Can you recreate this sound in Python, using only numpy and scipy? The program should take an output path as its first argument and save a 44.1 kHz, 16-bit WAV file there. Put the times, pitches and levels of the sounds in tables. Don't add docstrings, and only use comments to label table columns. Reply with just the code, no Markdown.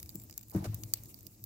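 import sys
import numpy as np
from scipy import signal
from scipy.fft import rfft, irfft
from scipy.io import wavfile
from scipy.ndimage import uniform_filter1d

SR = 44100
rng = np.random.default_rng(int(sys.argv[2]) if len(sys.argv) > 2 else 0)


def elevation(decibels):
    levels = np.asarray(decibels, float)
    return 10 ** (levels / 20)


def store_pcm(level_fs):
    pcm = np.round(np.clip(level_fs, -1, 1) * 32767).astype(np.int16)
    wavfile.write(sys.argv[1], SR, np.atleast_2d(pcm).T)


N = 63945

# (frequency [Hz], level [dB], decay time T60 [s])
BOX_MODES = [(66, -46, 0.48), (107.6, 3.5, 0.2), (150, -5.5, 0.18), (193.3, -0.5, 0.13), (250, -22, 0.13),
             (278, -15, 0.24), (322.1, 0, 0.13), (365.5, -0.5, 0.029), (456, -4, 0.036),
             (584.3, -7.5, 0.072), (699, -4, 0.031), (822, -13.5, 0.1), (1197, -5.5, 0.087)]
TICK_DEEP_DB = -3.5


def rms_one(x):
    return x / np.sqrt(np.mean(x ** 2) + 1e-20)


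def at_hz(points, hz):
    point_hz, values = np.transpose(points)
    return np.interp(np.log(hz), np.log(point_hz), values)


def drift(rate_hz):
    hop, settle = 40, 2000
    pole = np.exp(-2 * np.pi * rate_hz * hop / SR)
    white = rng.standard_normal(N // hop + settle + 2)
    slow = signal.lfilter([1], [1, -2 * pole, pole ** 2], white)[settle:]
    return np.interp(np.arange(N) / hop, np.arange(len(slow)), rms_one(slow))


def ring(x, hz, t60):
    decay = elevation(-60 / (t60 * SR))
    angle = 2 * np.pi * hz / SR
    return signal.lfilter([0, np.sin(angle)], [1, -2 * decay * np.cos(angle), decay ** 2], x + 1e-18)


def colour(x, peaks):
    out = 0
    for k, (hz, width_hz, db) in enumerate(peaks):
        t60 = np.log(1000) / np.pi / width_hz
        out = out + (-1) ** k * elevation(db) * ring(x, hz, t60)
    return out


def dip(x, dips):
    for hz, width_hz, depth in dips:
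        band = signal.lfilter(*signal.iirpeak(hz, hz / width_hz, fs=SR), x)
        x = x - np.clip(depth, 0, 1) * band
    return x


def lag(x, delay_s):
    cycles = delay_s * SR * np.arange(N // 2 + 1) / N
    return irfft(rfft(x) * np.exp(-2j * np.pi * cycles), N)


def banded_noise(spectrum, patchy_db, likeness_scale):
    # (frequency [Hz], correlation [0-1])
    port_likeness = [(60, 1), (250, 0.74), (600, 0.46), (2000, 0.42), (15000, 0.73)]
    out, together = 0, drift(1.9)
    lowest, highest = spectrum[0][0], spectrum[-1][0]
    octaves = np.log2(min(highest, 19000) / lowest)
    edges = np.append(lowest * 2 ** np.arange(0, octaves, 1 / 3), highest)
    white = rng.standard_normal((2, 2, N + 8000))
    for k, band in enumerate(zip(edges, edges[1:])):
        sos = signal.butter(2, band, "band", fs=SR, output="sos")
        mid, side = signal.sosfilt(sos, white[k % 2])[:, -N:]
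        hz = np.sqrt(band[0] * band[1])
        alike = np.clip(likeness_scale * at_hz(port_likeness, hz), -.99, .99)
        gain = elevation(at_hz(spectrum, hz) + patchy_db * (0.2 * together + drift(10.1)))
        out = out + gain * (np.sqrt(1 + alike) * mid + np.sqrt(1 - alike) * side * [[1], [-1]])
    return rms_one(out)


def snaps():
    # (time [s], peak [dB], deep re bright [dB], body re bright [dB], tear length [ms])
    loud_snaps = [(.0284, -28, -11.5, -5.5, 1.75), (.0917, -32, -3.5, 1, .7), (.1549, -23, -14, -11.5, .25),
                  (.2967, -35, 2, -2, 1.38), (.3093, -39, -16, -2.5, 0.56), (.3776, -19, -15.5, -12, 0.46),
                  (.4971, -33.5, -32, -9.5, 0.87), (.5137, -32.5, -15, -8.5, 3.6),
                  (.7436, -23, -26, -10, 6), (.8348, -26, -3.5, -0.5, 1.1), (.9362, -11.5, -8, 1.5, 3.2),
                  (1.035, -30, -46, -10, 1.6), (1.1426, -39.5, -19, -4, 0.95), (1.207, -41, -11.5, -1, 1.3),
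                  (1.2667, -31.5, -37, -1.5, 2.75), (1.439, -25, -27, -7.5, 1.2)]
    snap_sides = [2, -3.5, 10.5, 3.5, -11, 8, 2, -4, 2, 0.5, 2, 0, -14, -1.5, -9.5, 1]
    # (time [s], peak [dB], body re bright [dB])
    early_ticks = [(0.0002, -34, -1.5), (0.0588, -37.5, -1.5), (0.0664, -54, -16), (0.1012, -46, 4),
                   (0.1449, -38, -22), (0.1975, -36, -6.5), (0.2005, -47, -10), (0.2174, -38.5, -7),
                   (0.2363, -36, -19), (0.2428, -39, -28), (0.2513, -45, -24), (0.2838, -67, -13),
                   (0.2888, -48, -11), (0.3258, -38, 1), (0.3391, -48, 3), (0.391, -50.5, 10.5),
                   (0.41, -34, -9), (0.4283, -40, -2.5), (0.4328, -37, -9), (0.4823, -39, -26),
                   (0.507, -37, -21), (0.5395, -39, -9), (0.547, -42, 6)]
    # (time [s], peak [dB], body re bright [dB])
    late_ticks = [(0.5612, -33.5, -9), (0.574, -54, 8), (0.7991, -51, -7), (0.9576, -41, 1.5),
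                  (0.9712, -35, -12), (1.0469, -45, -5), (1.0567, -36.5, -7.5), (1.1767, -45, -6.5),
                  (1.1885, -36.5, -34), (1.2291, -41, -21), (1.2491, -50, -8), (1.3094, -49, -28)]
    tick_ms, first_crack_db = 2, 3.5
    crack_spread_db, part_spread_db = 7, 3
    swell = 0.083
    deep_fade_db = 11

    rows = list(loud_snaps)
    for s, db, body_db in list(early_ticks) + list(late_ticks):
        rows.append((s, db, body_db + TICK_DEEP_DB, body_db, tick_ms))
    sides = np.append(snap_sides, np.zeros(len(rows) - len(loud_snaps)))
    chance = rng.uniform(-1, 1, (len(rows), 6, 12))
    trains = np.zeros((3, 2, N + SR))
    for (s, db, deep_db, body_db, ms), side_db, draws in zip(rows, sides, chance):
        signs, sizes, when, *mix = draws
        part = np.sort(np.abs(when)) - np.abs(when).min()
        at = ((s + 0.00053 + ms / 1000 * part) * SR).astype(int)
        crack_db = db - 10.5 - 6.35 * part + crack_spread_db * sizes + first_crack_db * (part == 0)
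        cracks = elevation(crack_db) * np.sign(signs) * np.clip(0.39 + part / swell, 0, 1)
        part_db = np.array([[0], [body_db], [deep_db]]) - deep_fade_db * part * [[0], [.3], [1]]
        cracks = cracks * elevation(part_db + part_spread_db * np.array(mix))
        panned = cracks[:, None] * elevation([[side_db / 2], [-side_db / 2]])
        np.add.at(trains, (slice(None), slice(None), at), panned)
    return trains[..., :N]


def sizzle():
    rate_per_s, base_db, spread_db, body_db = 300, -74, 4.5, 1.5
    born = rng.random(N) < rate_per_s * elevation(3 * drift(8)) / SR
    size_db = base_db + spread_db * np.minimum(rng.exponential(1, N), 3)
    cracks = elevation(size_db) * rng.choice([-1, 1], N) * born
    return cracks * elevation([[[0]], [[body_db]], [[body_db + TICK_DEEP_DB]]])


def ports(bright, body, deep):
    # (frequency [Hz], width [Hz], level [dB])
    left_bright = [(14940, 1300, 2), (12600, 3600, 0.5)]
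    right_bright = [(13150, 2500, 6.5), (16000, 2100, 6), (10650, 2000, -6)]
    left_body = [(7420, 910, 4.5), (5350, 4100, 5.5), (3810, 740, -4)]
    right_body = [(7400, 3700, -26), (4976, 630, 0)]
    left_deep = [(2270, 4200, -3), (1170, 2800, -5)]
    right_deep = [(2260, 780, 1.5), (1420, 2300, -12.5)]
    # (frequency [Hz], width [Hz], depth [0-1])
    right_shadow = [(3630, 1000, 0.04), (10100, 1700, 0.5), (6020, 660, 0.77)]
    bright_lag_s, right_lag_s = 0.0001136, .0001
    pan_db = 1

    left = colour(bright[0], left_bright) + colour(body[0], left_body) + colour(deep[0], left_deep)
    right = lag(colour(bright[1], right_bright), bright_lag_s)
    right = right + lag(colour(body[1], right_body) + colour(deep[1], right_deep), right_lag_s)
    heard = np.array([left, dip(right, right_shadow)])

    t = np.arange(SR // 4) / SR
    walls = elevation(-7 - 60 * t / 0.014)
    room = elevation(-37 - 60 * t / .14)
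    tail = (walls + room) * rng.standard_normal((2, len(t))) * (t > .0008) / 4
    tail[:, 0] = 1
    return signal.fftconvolve(heard, tail, axes=1)[:, :N] * elevation([[pan_db / 2], [-pan_db / 2]])


def box(pushes):
    modes = []
    for k, ((hz, db, t60), push) in enumerate(zip(BOX_MODES, pushes)):
        modes.append(elevation(db) * ring(push, hz, t60) * (-1) ** k)
    mid = sum(modes)
    side = elevation(-44) * (sum(modes[::2]) - sum(modes[1::2]))
    return np.array([mid + side, mid - side])


def draught():
    # (time [s], level [dB])
    draw = [
        (0, -54),
        (.5, -57.5),
        (.8, -48.5),
        (1.0, -54.5),
        (1.2, -57),
        (1.45, -59.5),
    ]
    # (frequency [Hz], density [dB per Hz])
    rumble_spectrum = [(12, -79), (20, -18), (101, -0.5), (130, -22), (258, -14), (304, -16.5),
                       (380, -25.5), (700, -32), (910, -36.5), (1540, -120)]
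    hum_db, rumble_db = -2.5, -2.5
    blow = signal.lfilter([1], [1, -1.9, .9025], rng.standard_normal(N)) * elevation(2.2 * drift(8.3))
    hum = elevation(hum_db) * rms_one(box([blow] * len(BOX_MODES)))
    rumble = elevation(rumble_db) * banded_noise(rumble_spectrum, patchy_db=2.16, likeness_scale=0.98)
    s, db = np.transpose(draw)
    return elevation(np.interp(np.arange(N) / SR, s, db)) * (hum + rumble)


def gas_hiss():
    # (time [s], level [dB])
    outgassing = [
        (0, -60),
        (0.199, -59),
        (.46, -63.5),
        (.72, -57),
        (1.15, -60.5),
        (1.45, -65),
    ]
    # (frequency [Hz], density [dB per Hz])
    hiss_spectrum = [(400, -4), (1000, -9), (1600, -13.5), (4500, -7.5), (7300, -2.5), (10000, -6),
                     (14500, 2), (17500, -37)]
    s, db = np.transpose(outgassing)
    level = elevation(np.interp(np.arange(N) / SR, s, db))
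    return level * banded_noise(hiss_spectrum, patchy_db=2.5, likeness_scale=0.23)


def vents():
    # (start [s], length [s], level [dB], centre [Hz], width [octaves])
    puffs = [(0.145, 0.081, -59, 7500, 0.11), (0.532, 0.069, -56, 12000, 3.3),
             (.548, 0.043, -52.5, 760, 2.2), (.641, 0.024, -48, 840, 4.6), (.640, 0.03, -47, 9000, 2.3),
             (0.6, 0.04, -54.5, 740, 0.67), (0.59, 0.18, -63, 900, 4.9), (0.949, 0.055, -63, 3440, 1.4),
             (1.082, 0.04, -54, 12700, 1.65), (1.09, 0.036, -67.5, 2780, 0.62),
             (.521, 0.09, -58.5, 800, 0.82), (.728, 0.011, -59, 780, 0.95), (.66, 0.016, -55, 1220, 0.39)]
    out, t = np.zeros((2, N)), np.arange(N) / SR
    for s, length, db, hz, octaves in puffs:
        half = 2 ** (octaves / 2)
        edges = np.clip([hz / half, hz * half], 50, 17000)
        sos = signal.butter(2, edges, "band", fs=SR, output="sos")
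        noise = signal.sosfilt(sos, rng.standard_normal((2, N)))
        rise = np.clip((t - s) / .0025, 0, 1)
        fade = elevation(-60 * np.clip((t - s) / length - .6, 0, 9) ** 2)
        out += elevation(db + 1.8 * drift(130)) * rise * fade * rms_one(noise)
    return out


def knocks():
    # (time [s], level [dB], panel pitch [Hz])
    contacts = [(0.148, -32.5, 216), (0.156, -46, 337), (0.187, -50, 223), (.545, -25, 367),
                (0.5478, -19.5, 204), (0.5525, -25, 198), (.5575, -25.5, 347), (0.5593, -23, 150),
                (0.583, -30, 230), (0.6, -29.5, 109), (.622, -30, 183), (.643, -31.5, 620),
                (0.651, -26, 584), (0.669, -28, 108), (0.6877, -30.5, 117), (.735, -32.5, 99),
                (0.778, -40.5, 190), (0.824, -42, 107), (0.995, -45, 101), (.795, -46.5, 312),
                (0.836, -49.5, 257), (0.928, -46.5, 197), (1.255, -48, 150)]
    s, db, panel_hz = np.transpose(contacts)
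    octaves_off = np.log2(np.array(BOX_MODES)[:, :1] / panel_hz)
    pushes = np.zeros((len(BOX_MODES), N))
    pushes[:, (s * SR).astype(int)] = elevation(db - 6 - 7.5 * octaves_off ** 2)
    soft = signal.butter(2, 875, fs=SR, output="sos")
    return box(signal.sosfilt(soft, pushes + 1e-18))


def scene():
    low_pan_db, low_cut_hz, port_lag_s = 2, 45, .00003
    cracks = snaps() + sizzle()
    low = (knocks() + draught()) * elevation([[low_pan_db / 2], [-low_pan_db / 2]])
    low = signal.sosfilt(signal.butter(2, low_cut_hz, "high", fs=SR, output="sos"), low)
    left, right = ports(*cracks) + gas_hiss() + vents() + low
    return np.array([left, np.roll(right, int(port_lag_s * SR))])


def top_cut(x):
    return signal.sosfilt(signal.butter(12, 17160, fs=SR, output="sos"), x)


def record(dry):
    # (frequency [Hz], width [Hz], depth [0-1])
    mic_dips = [(3270, 880, 0.47), (9490, 1700, 0.32)]
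    hiss_top_hz, gate_db = 15550, -62
    dry = signal.sosfilt(signal.cheby2(10, 60, 17700, fs=SR, output="sos"), dip(dry, mic_dips))
    top = signal.sosfiltfilt(signal.cheby2(12, 30, hiss_top_hz, "high", fs=SR, output="sos"), dry)
    shut = uniform_filter1d(np.abs(top).mean(0), size=256) < elevation(gate_db)
    mix = dry - top * uniform_filter1d(shut * 1., size=128)
    return top_cut(mix)


dry = scene()
out = record(dry)
store_pcm(out)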